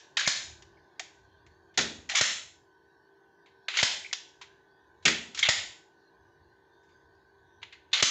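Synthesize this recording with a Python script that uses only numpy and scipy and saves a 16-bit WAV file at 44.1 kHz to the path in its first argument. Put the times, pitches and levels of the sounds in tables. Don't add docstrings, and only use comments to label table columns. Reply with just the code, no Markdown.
import sys
import numpy as np
from scipy import signal
from scipy.fft import rfft, irfft
from scipy.io import wavfile
from scipy.ndimage import uniform_filter1d

SR = 44100
rng = np.random.default_rng(int(sys.argv[2]) if len(sys.argv) > 2 else 0)


def output_pcm(signal):
    pcm = np.clip(np.atleast_2d(signal).T, -1, 1) * 32767
    wavfile.write(sys.argv[1], SR, np.round(pcm).astype(np.int16))


def makeup_ratio(level_db):
    decades = np.asarray(level_db, float) / 20
    return 10 ** decades


N = 357210

# (frequency [Hz], level [dB])
MOTOR_PARTIALS = [(339.1, -83.5), (393.0, -68.5), (452.2, -73.5), (780.6, -82), (877.5, -78.5),
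                  (952.8, -76), (1017, -77.5), (1513, -70), (1637, -87), (1690, -85.5), (1733, -87.5),
                  (1793, -84)]
# (time [s], motor gain [dB], air level [dB])
BACKGROUND_COURSE = [(0, -3.5, -61), (2.5, -5.5, -68), (2.6, -2.5, -68), (4, -1, -65.5), (6, -2.4, -65.5),
                     (8.1, -3, -67)]
# (frequency [Hz], density [dB per Hz])
AIR_SPECTRUM = [(76, -44), (130, -18.5), (240, -24.5), (350, -7.5), (450, -22), (560, -18), (950, -11),
                (1150, -16.5), (1370, -28.5), (1520, -7), (1800, -14), (2100, -28.5), (2700, -31),
                (3500, -23), (4500, -22), (5100, -30.5), (6300, -27.5), (7500, -40.5), (8400, -60)]
# (centre time [s], half length [s], level [dB])
RUMBLE_SWELLS = [(.55, .2, -61), (1.4, .25, -64), (1.95, .15, -58.5), (2.45, .25, -71.5), (3.9, .12, -69.5),
                 (4.5, .1, -74.5), (5.2, .3, -71), (5.55, .15, -60), (6.4, .2, -69), (7.1, .2, -74),
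                 (7.65, .3, -72.5)]
# (frequency [Hz], level [dB], t60 [s])
ROOM_BANDS = [(246.5, -3, 0.54), (616, -4.5, 0.59), (1100, -1.5, 0.23), (1800, -2.5, 0.4), (3174, -4, 0.52),
              (4500, -1.5, 0.35), (6500, 0.5, 0.2), (7400, -6.5, 0.56)]
# (time [s], level [dB])
SLAMS = [
    (1.773, -30.5),
    (5.05, -27.5),
]
# (frequency [Hz], level [dB], t60 [s])
LEAF_BANDS = [(116.25, -5, .4), (176, -5.5, 0.59), (243, -2, 1), (285, 4.5, 0.41), (395, -9.5, 0.48),
              (537.6, 4, 0.46), (750, -3.5, 0.61)]
# (frequency [Hz], level [dB], t60 [s])
LEAF_MODES = [(76.5, -15, 0.68), (162.6, -3, .4), (227, -3.5, .55), (322, -2, .35), (409, -2, .4),
              (515, -12.5, 0.34), (532, -14.5, 0.34)]
# (time [s], peak [dB], frequency [Hz], t60 [s])
PINGS = [(.176, -22.5, 1640, 0.18), (.195, -26.5, 6560, .044), (.2655, -16.5, 2230, .057),
         (.265, -16.5, 6500, .03), (.77, -60, 2150, 0.085), (3.75, -28.5, 2735, 0.094),
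         (3.788, -19.5, 2100, 0.061), (3.788, -20.5, 3420, .07), (4.046, -32, 2250, 0.06),
         (4.062, -35, 2370, 0.028), (4.112, -36.5, 2150, 0.05), (4.288, -54.5, 5500, .036),
         (5.392, -22, 3380, 0.053), (5.427, -13.5, 3323, .09), (5.428, -13.5, 2133, .09),
         (5.452, -18, 3574, 0.0699), (5.452, -23, 2166, 0.13), (5.472, -17.5, 2870, 0.049),
         (7.931, -16.5, 3640, 0.081), (7.933, -19.5, 2740, 0.065), (7.933, -26, 4240, .07)]
# (time [s], peak [dB], frequency [Hz])
PLATE_NOTES = [(.17, -37.5, 860), (.997, -39, 750), (1.776, -28, 749), (5.054, -33, 775), (2.098, -41, 764),
               (2.118, -41, 724), (2.136, -35.5, 730), (3.684, -50, 895), (4.13, -58, 930),
               (4.412, -46.5, 940), (7.629, -49.5, 948), (7.931, -56, 890)]
# (frequency [Hz], density [dB per Hz])
STEEL_SPECTRUM = [(290, -45.5), (500, -21), (1210, -11.5), (1610, -10.5), (2110, -7.5), (2430, -10),
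                  (3450, -11), (4530, -12.5), (6530, -11.5), (7520, -10), (8360, -6.5), (10900, -68),
                  (18400, -120)]
# (frequency [Hz], level [dB], t60 [s])
LATCH_MODES = [(1284, -14.5, 0.17), (1750, -24, 5.0), (1863, 3.5, 0.11), (2014, -2, 0.26),
               (2380, -27, 0.26), (3520, -7, 0.062), (3630, 0.5, 0.099), (3750, -11, 0.51),
               (3700, -25, 5.0), (4420, -4, 0.055), (4420, -33, 1.4), (4944, -20, 0.36), (5500, -33, 5.0),
               (6310, -6.5, 0.31), (6500, -30, 0.49), (6960, -55, 0.29)]
# (start time [s], end time [s], start level [dB], end level [dB], centre frequency [Hz])
SLIDES = [
    (0.175, 0.265, -17, -22.5, 2240),
    (2.1, 2.145, -27, -36, 2340),
    (2.158, 2.214, -24.5, -10, 2690),
    (3.7, 3.784, -25.5, -20, 2750),
    (3.79, 3.81, -18, -21, 2760),
    (5.432, 5.482, -13, -27, 2523),
    (7.94, 8.019, -14, -14.5, 2870),
]
# (time [s], peak [dB], strongest ring [Hz], treble re peak [dB])
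GRAZES = [
    (1.741, -53, 2912, -15),
    (3.47, -59, 2284, -18),
    (5.025, -52, 3400, -12),
    (6.83, -66, 1800, -5),
    (6.89, -62, 2004, -13),
    (7.618, -46, 2585, -24),
    (7.916, -47.5, 3450, -17),
]
# (time [s], peak [dB], strongest ring [Hz], treble re peak [dB], rattle t60 [s])
TAPS = [(0.6227, -39, 2990, -6.5, 0.048), (0.9956, -20.5, 1830, -7.5, 0.038),
        (1.4636, -47.5, 1877, -12.5, 0.064), (3.4602, -50.5, 2310, -21.5, .06),
        (4.1297, -16, 3760, -9, .03), (4.4139, -35.5, 2710, -14, 0.12), (7.629, -29.5, 2860, -23, .045),
        (7.7254, -39, 2250, -21, 0.11)]
EARLIER_BLOW = (-.06, -31, 3600, -8, -6)
# (time [s], peak [dB], strongest ring [Hz], treble re peak [dB], echo share [dB])
THROWS = [(0.17, -11.5, 3634, -13.5, -6.5), (0.1959, -23.5, 1635, -2.5, -4),
          (0.2085, -20.5, 1630, -14, -8.5), (2.0912, -28.5, 2380, -6, 2), (2.0965, -19, 2250, -9.5, -8),
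          (2.1156, -26.5, 2920, -29.5, -11), (2.1499, -17, 3630, -17.5, -15), (2.1537, -11.5, 1857, -5, 1),
          (3.6832, -17.5, 3043, -20, -13.5), (3.7389, -27, 2570, -28.5, -6), (3.7702, -15, 2633, -10, -3),
          (3.7883, -20.5, 3400, -16.5, -9), (3.8127, -16.5, 3590, -11, -7.5),
          (5.3473, -28.5, 3240, -8.5, -3.5), (5.3749, -26.5, 3857, -13, -1),
          (5.391, -17, 6700, -8.5, -12.5), (5.4291, -19.5, 2170, -6, -14.5), (5.452, -18, 2106, -19.5, 5),
          (7.9324, -14.5, 3590, -12, -4)]
# (time [s], peak [dB], strongest ring [Hz], treble re peak [dB])
BOUNCES = [
    (1.7753, -11, 6380, -9.5),
    (1.7874, -13.5, 1800, -17.5),
    (1.8114, -20.5, 4250, -9.5),
    (5.0539, -5, 2380, -7),
    (5.0614, -9.5, 2370, -17),
    (5.0795, -10, 2247, -12.5),
]
# (frequency [Hz], level [dB], swell [s])
THUD_MODES = [(115, -7.5, 0.0025), (316, -6, 0.00079), (609, -2.5, 0.0011)]
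# (time [s], peak [dB], strongest ring [Hz], thump [dB], excess [dB])
STOPS = [
    (0.275, -9, 1735, -26, 7.5),
    (2.2111, -7, 6100, -25.5, 9),
    (3.8288, -8, 3560, -25, 6.5),
    (5.4879, -6.5, 3170, -22.5, 6),
    (8.0254, -6, 3540, -22.5, 10),
]


def level(x, db):
    return x * makeup_ratio(db) / np.sqrt(np.mean(x ** 2))


def peak(x, db):
    return x * makeup_ratio(db) / np.abs(x).max()


def decay(t, t60):
    return np.exp(-np.log(1000) * t / t60)


def colour(x, table):
    hz, db = np.transpose(table)
    f = np.arange(len(x) // 2 + 1) * SR / len(x) + 1
    return irfft(rfft(x) * makeup_ratio(np.interp(np.log(f), np.log(hz), db)), len(x))


def band(x, hz, width):
    return signal.lfilter(*signal.iirpeak(hz, hz / width, fs=SR), x)


def double_band(x, hz, width):
    return band(band(x, hz, width), hz, width)


def walk(rate):
    k = int(SR / rate)
    held = np.repeat(rng.standard_normal(N // k + 1), k)
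    return 1.3 * uniform_filter1d(uniform_filter1d(held, k), k)[:N]


def add(out, x, s):
    i = int(s * SR)
    a, b = max(i, 0), min(i + len(x), len(out))
    out[a:b] += x[a - i:b - i]


def motor():
    t = np.cumsum(1 + 0.001 * walk(1.2)) / SR
    out = np.zeros(N)
    for hz, db in MOTOR_PARTIALS:
        flicker = np.sqrt(2) * makeup_ratio(db + 2.5 * walk(18))
        out += flicker * np.sin(2 * np.pi * hz * t + 1.5 * walk(13))
    return out


def moving_air():
    patches = np.zeros(N)
    for hz in 130 * 2 ** np.arange(0, 6.1, .1):
        noise = double_band(rng.standard_normal(N), hz, hz / 22) / np.sqrt(hz)
        gust_db = 3 * walk(7) + 3.5 * walk(22)
        patches += noise * makeup_ratio(min(hz / 2500, 1) * gust_db)
    return colour(patches, AIR_SPECTRUM)


def rumble():
    noise = double_band(rng.standard_normal(N), 78, 62) * makeup_ratio(2.0 * walk(21))
    s, half, db = np.transpose(RUMBLE_SWELLS)[:, :, None]
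    bells = makeup_ratio(db) * np.exp(-((np.arange(N) / SR - s) / half) ** 2)
    return level(noise, 0) * (makeup_ratio(-80.5) + np.sum(bells, axis=0))


def background():
    s, *columns = np.transpose(BACKGROUND_COURSE)
    motor_db, air_db = [np.interp(np.arange(N) / SR, s, column) for column in columns]
    return motor() * makeup_ratio(motor_db) + level(moving_air(), air_db) + rumble()


def echo(size=32768):
    t, out = np.arange(size) / SR, np.zeros(size)
    for hz, db, t60 in ROOM_BANDS:
        noise = double_band(rng.standard_normal(size), hz, 0.85 * hz)
        out += level(noise, db) * np.sqrt(hz) * decay(t, t60)
    gate = np.exp(-(t / 0.41) ** 4)
    out *= (1 - np.exp(-t / 0.0069)) * gate
    return out / np.sqrt(np.sum(out ** 2))


def room(sent, count=8):
    spot_s = .003
    turn = np.arange(len(sent)) / SR / spot_s
    wet = np.zeros(len(sent))
    for k in range(count):
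        distance = np.abs((turn - k) % count - count / 2)
        share = np.cos(np.pi / 2 * np.minimum(distance, 1))
        wet += signal.fftconvolve(sent * share, echo())[:len(sent)]
    return wet


def slams(size=30000):
    out, t = np.zeros(N), np.arange(size) / SR
    for s, db in SLAMS:
        crowd, clear = np.zeros((2, size))
        for hz, mode_db, t60 in LEAF_BANDS:
            noise = double_band(rng.standard_normal(size), hz, 1.1 * hz)
            crowd += level(noise, mode_db) * decay(t, t60)
        for hz, mode_db, t60 in LEAF_MODES:
            clear += makeup_ratio(mode_db) * np.sin(2 * np.pi * (hz * t + rng.random())) * decay(t, t60)
        boom = (peak(crowd, -4.5) + peak(clear, -2)) * (1 - np.exp(-t / 0.012))
        add(out, boom * makeup_ratio(db + 5.0), s)
    return out


def ping(hz, t60, size=8192):
    t = np.arange(size) / SR
    noise = double_band(rng.standard_normal(size), hz, .14 * hz)
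    return peak(noise * (1 - np.exp(-t / .0008)) * decay(t, np.clip(t60, .01, .4)), 0)


def steel(noise, hz, bright_db, ring_db):
    contact = [(800, -8.5), (1400, -5), (4200, -2.0), (5200, bright_db + 6.5)]
    x = colour(colour(noise, STEEL_SPECTRUM), contact)
    return level(x, 0) + level(band(x, hz, 0.41 * hz), ring_db)


def slides():
    out = np.zeros(N)
    for start, end, start_db, end_db, hz in SLIDES:
        t = np.arange(0, end - start, 1 / SR)
        noise = rng.standard_normal(8192)
        slip_sizes = makeup_ratio(3 * np.minimum(rng.exponential(size=64), 2.5))
        slips = uniform_filter1d(slip_sizes.repeat(128), 64)
        grit = level(steel(noise * slips, hz, -17.5, -11), 0)[:len(t)]
        edges = np.minimum(np.minimum(t, t[-1] - t) / 0.0033, 1)
        jerk = makeup_ratio(start_db - 1000.5 * t)
        press = makeup_ratio(end_db - 300.5 * (t[-1] - t))
        add(out, grit * edges * (jerk + press) * makeup_ratio(-10.0), start)
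    return out


def ring(gains, size):
    hz, db, t60 = np.transpose(LATCH_MODES)[:, :, None]
    t = np.arange(size) / SR
    modes = decay(t, np.clip(t60, .02, .11)) * np.sin(2 * np.pi * hz * t)
    return np.sum(gains[:, None] * makeup_ratio(db) * modes, axis=0)


def blow(hz, bright_db, t60, ring_db=-7, size=8192):
    t = np.arange(size) / SR
    chatter, push = rng.standard_normal((2, size))
    gains = rng.standard_normal(len(LATCH_MODES))
    fade = (1 - np.exp(-t / .002)) * decay(t, np.clip(t60, .01, .4))
    excitation = (push * np.exp(-t / 0.0032))[:1024]
    modes = signal.fftconvolve(ring(gains, size), excitation)[:size]
    return peak(steel(chatter, hz, bright_db, ring_db) * fade, 0) + peak(modes, -19.5)


def thump(size=4096):
    t = np.arange(size) / SR
    body = np.zeros(size)
    for hz, db, swell in THUD_MODES:
        pulse = t / swell * np.exp(-t / swell)
        body += makeup_ratio(db) * pulse * np.sin(2 * np.pi * (hz * t + rng.random()))
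    push = rng.standard_normal(size) * t * np.exp(-t / 0.0035)
    shudder = band(band(push, 190, 1100), 150, 1200)
    return peak(peak(body, 0) + peak(shudder, -4), 0)


def latch():
    blows = [(*row, .055) for row in [EARLIER_BLOW, *THROWS]]
    blows += [(*row, -8, .055) for row in BOUNCES]
    blows += [(*row, -12, t60) for *row, t60 in TAPS]
    blows += [(*row, -6.5, 0.18) for row in GRAZES]
    sounds = []
    for s, db, hz, bright_db, echo_db, t60 in blows:
        sounds.append((s, makeup_ratio(db) * blow(hz, bright_db, t60), echo_db))
    for s, db, hz, t60 in [*PINGS, *((*row, 0.05) for row in PLATE_NOTES)]:
        sounds.append((s, makeup_ratio(db) * ping(hz, t60), -16))
    for s, db, hz, thump_db, excess_db in STOPS:
        sounds.append((s, makeup_ratio(db + excess_db) * blow(hz, -8.5, 0.044, -15.5), -7))
        sounds.append((s, makeup_ratio(thump_db + excess_db + 3.5) * thump(), -18))
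    return sounds


def scene():
    lead = SR // 4
    near, sent = np.zeros((2, N + lead))
    for s, sound, echo_db in latch():
        add(near, sound, s + lead / SR - .001)
        add(sent, sound * makeup_ratio(echo_db), s + lead / SR)
    scrape = slides()
    sent[lead:] += scrape * makeup_ratio(-1.0)
    wet = room(sent)[lead:]
    return (near[lead:] + scrape + slams() + wet + background())[None]


def top_cut(x):
    return signal.sosfilt(signal.butter(12, 15440, fs=SR, output="sos"), x)


def record(dry):
    look_ahead_s, recover_s = .011, .105
    t, duck_db = np.arange(N) / SR, np.zeros(N)
    for s, *_, excess_db in STOPS:
        times = [s - look_ahead_s - .004, s - look_ahead_s, s + 0.0056, s + recover_s]
        duck_db += excess_db * np.interp(t, times, [0, 1, 1, 0])
    x = np.tanh(dry * makeup_ratio(-duck_db))
    x = signal.sosfilt(signal.butter(2, 55, "highpass", fs=SR, output="sos"), x)
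    x = signal.sosfilt(signal.cheby2(10, 62, 8900, fs=SR, output="sos"), x)
    x = x + makeup_ratio(-91.0) * rng.standard_normal(N)
    return top_cut(x)


dry = scene()
out = record(dry)
output_pcm(out)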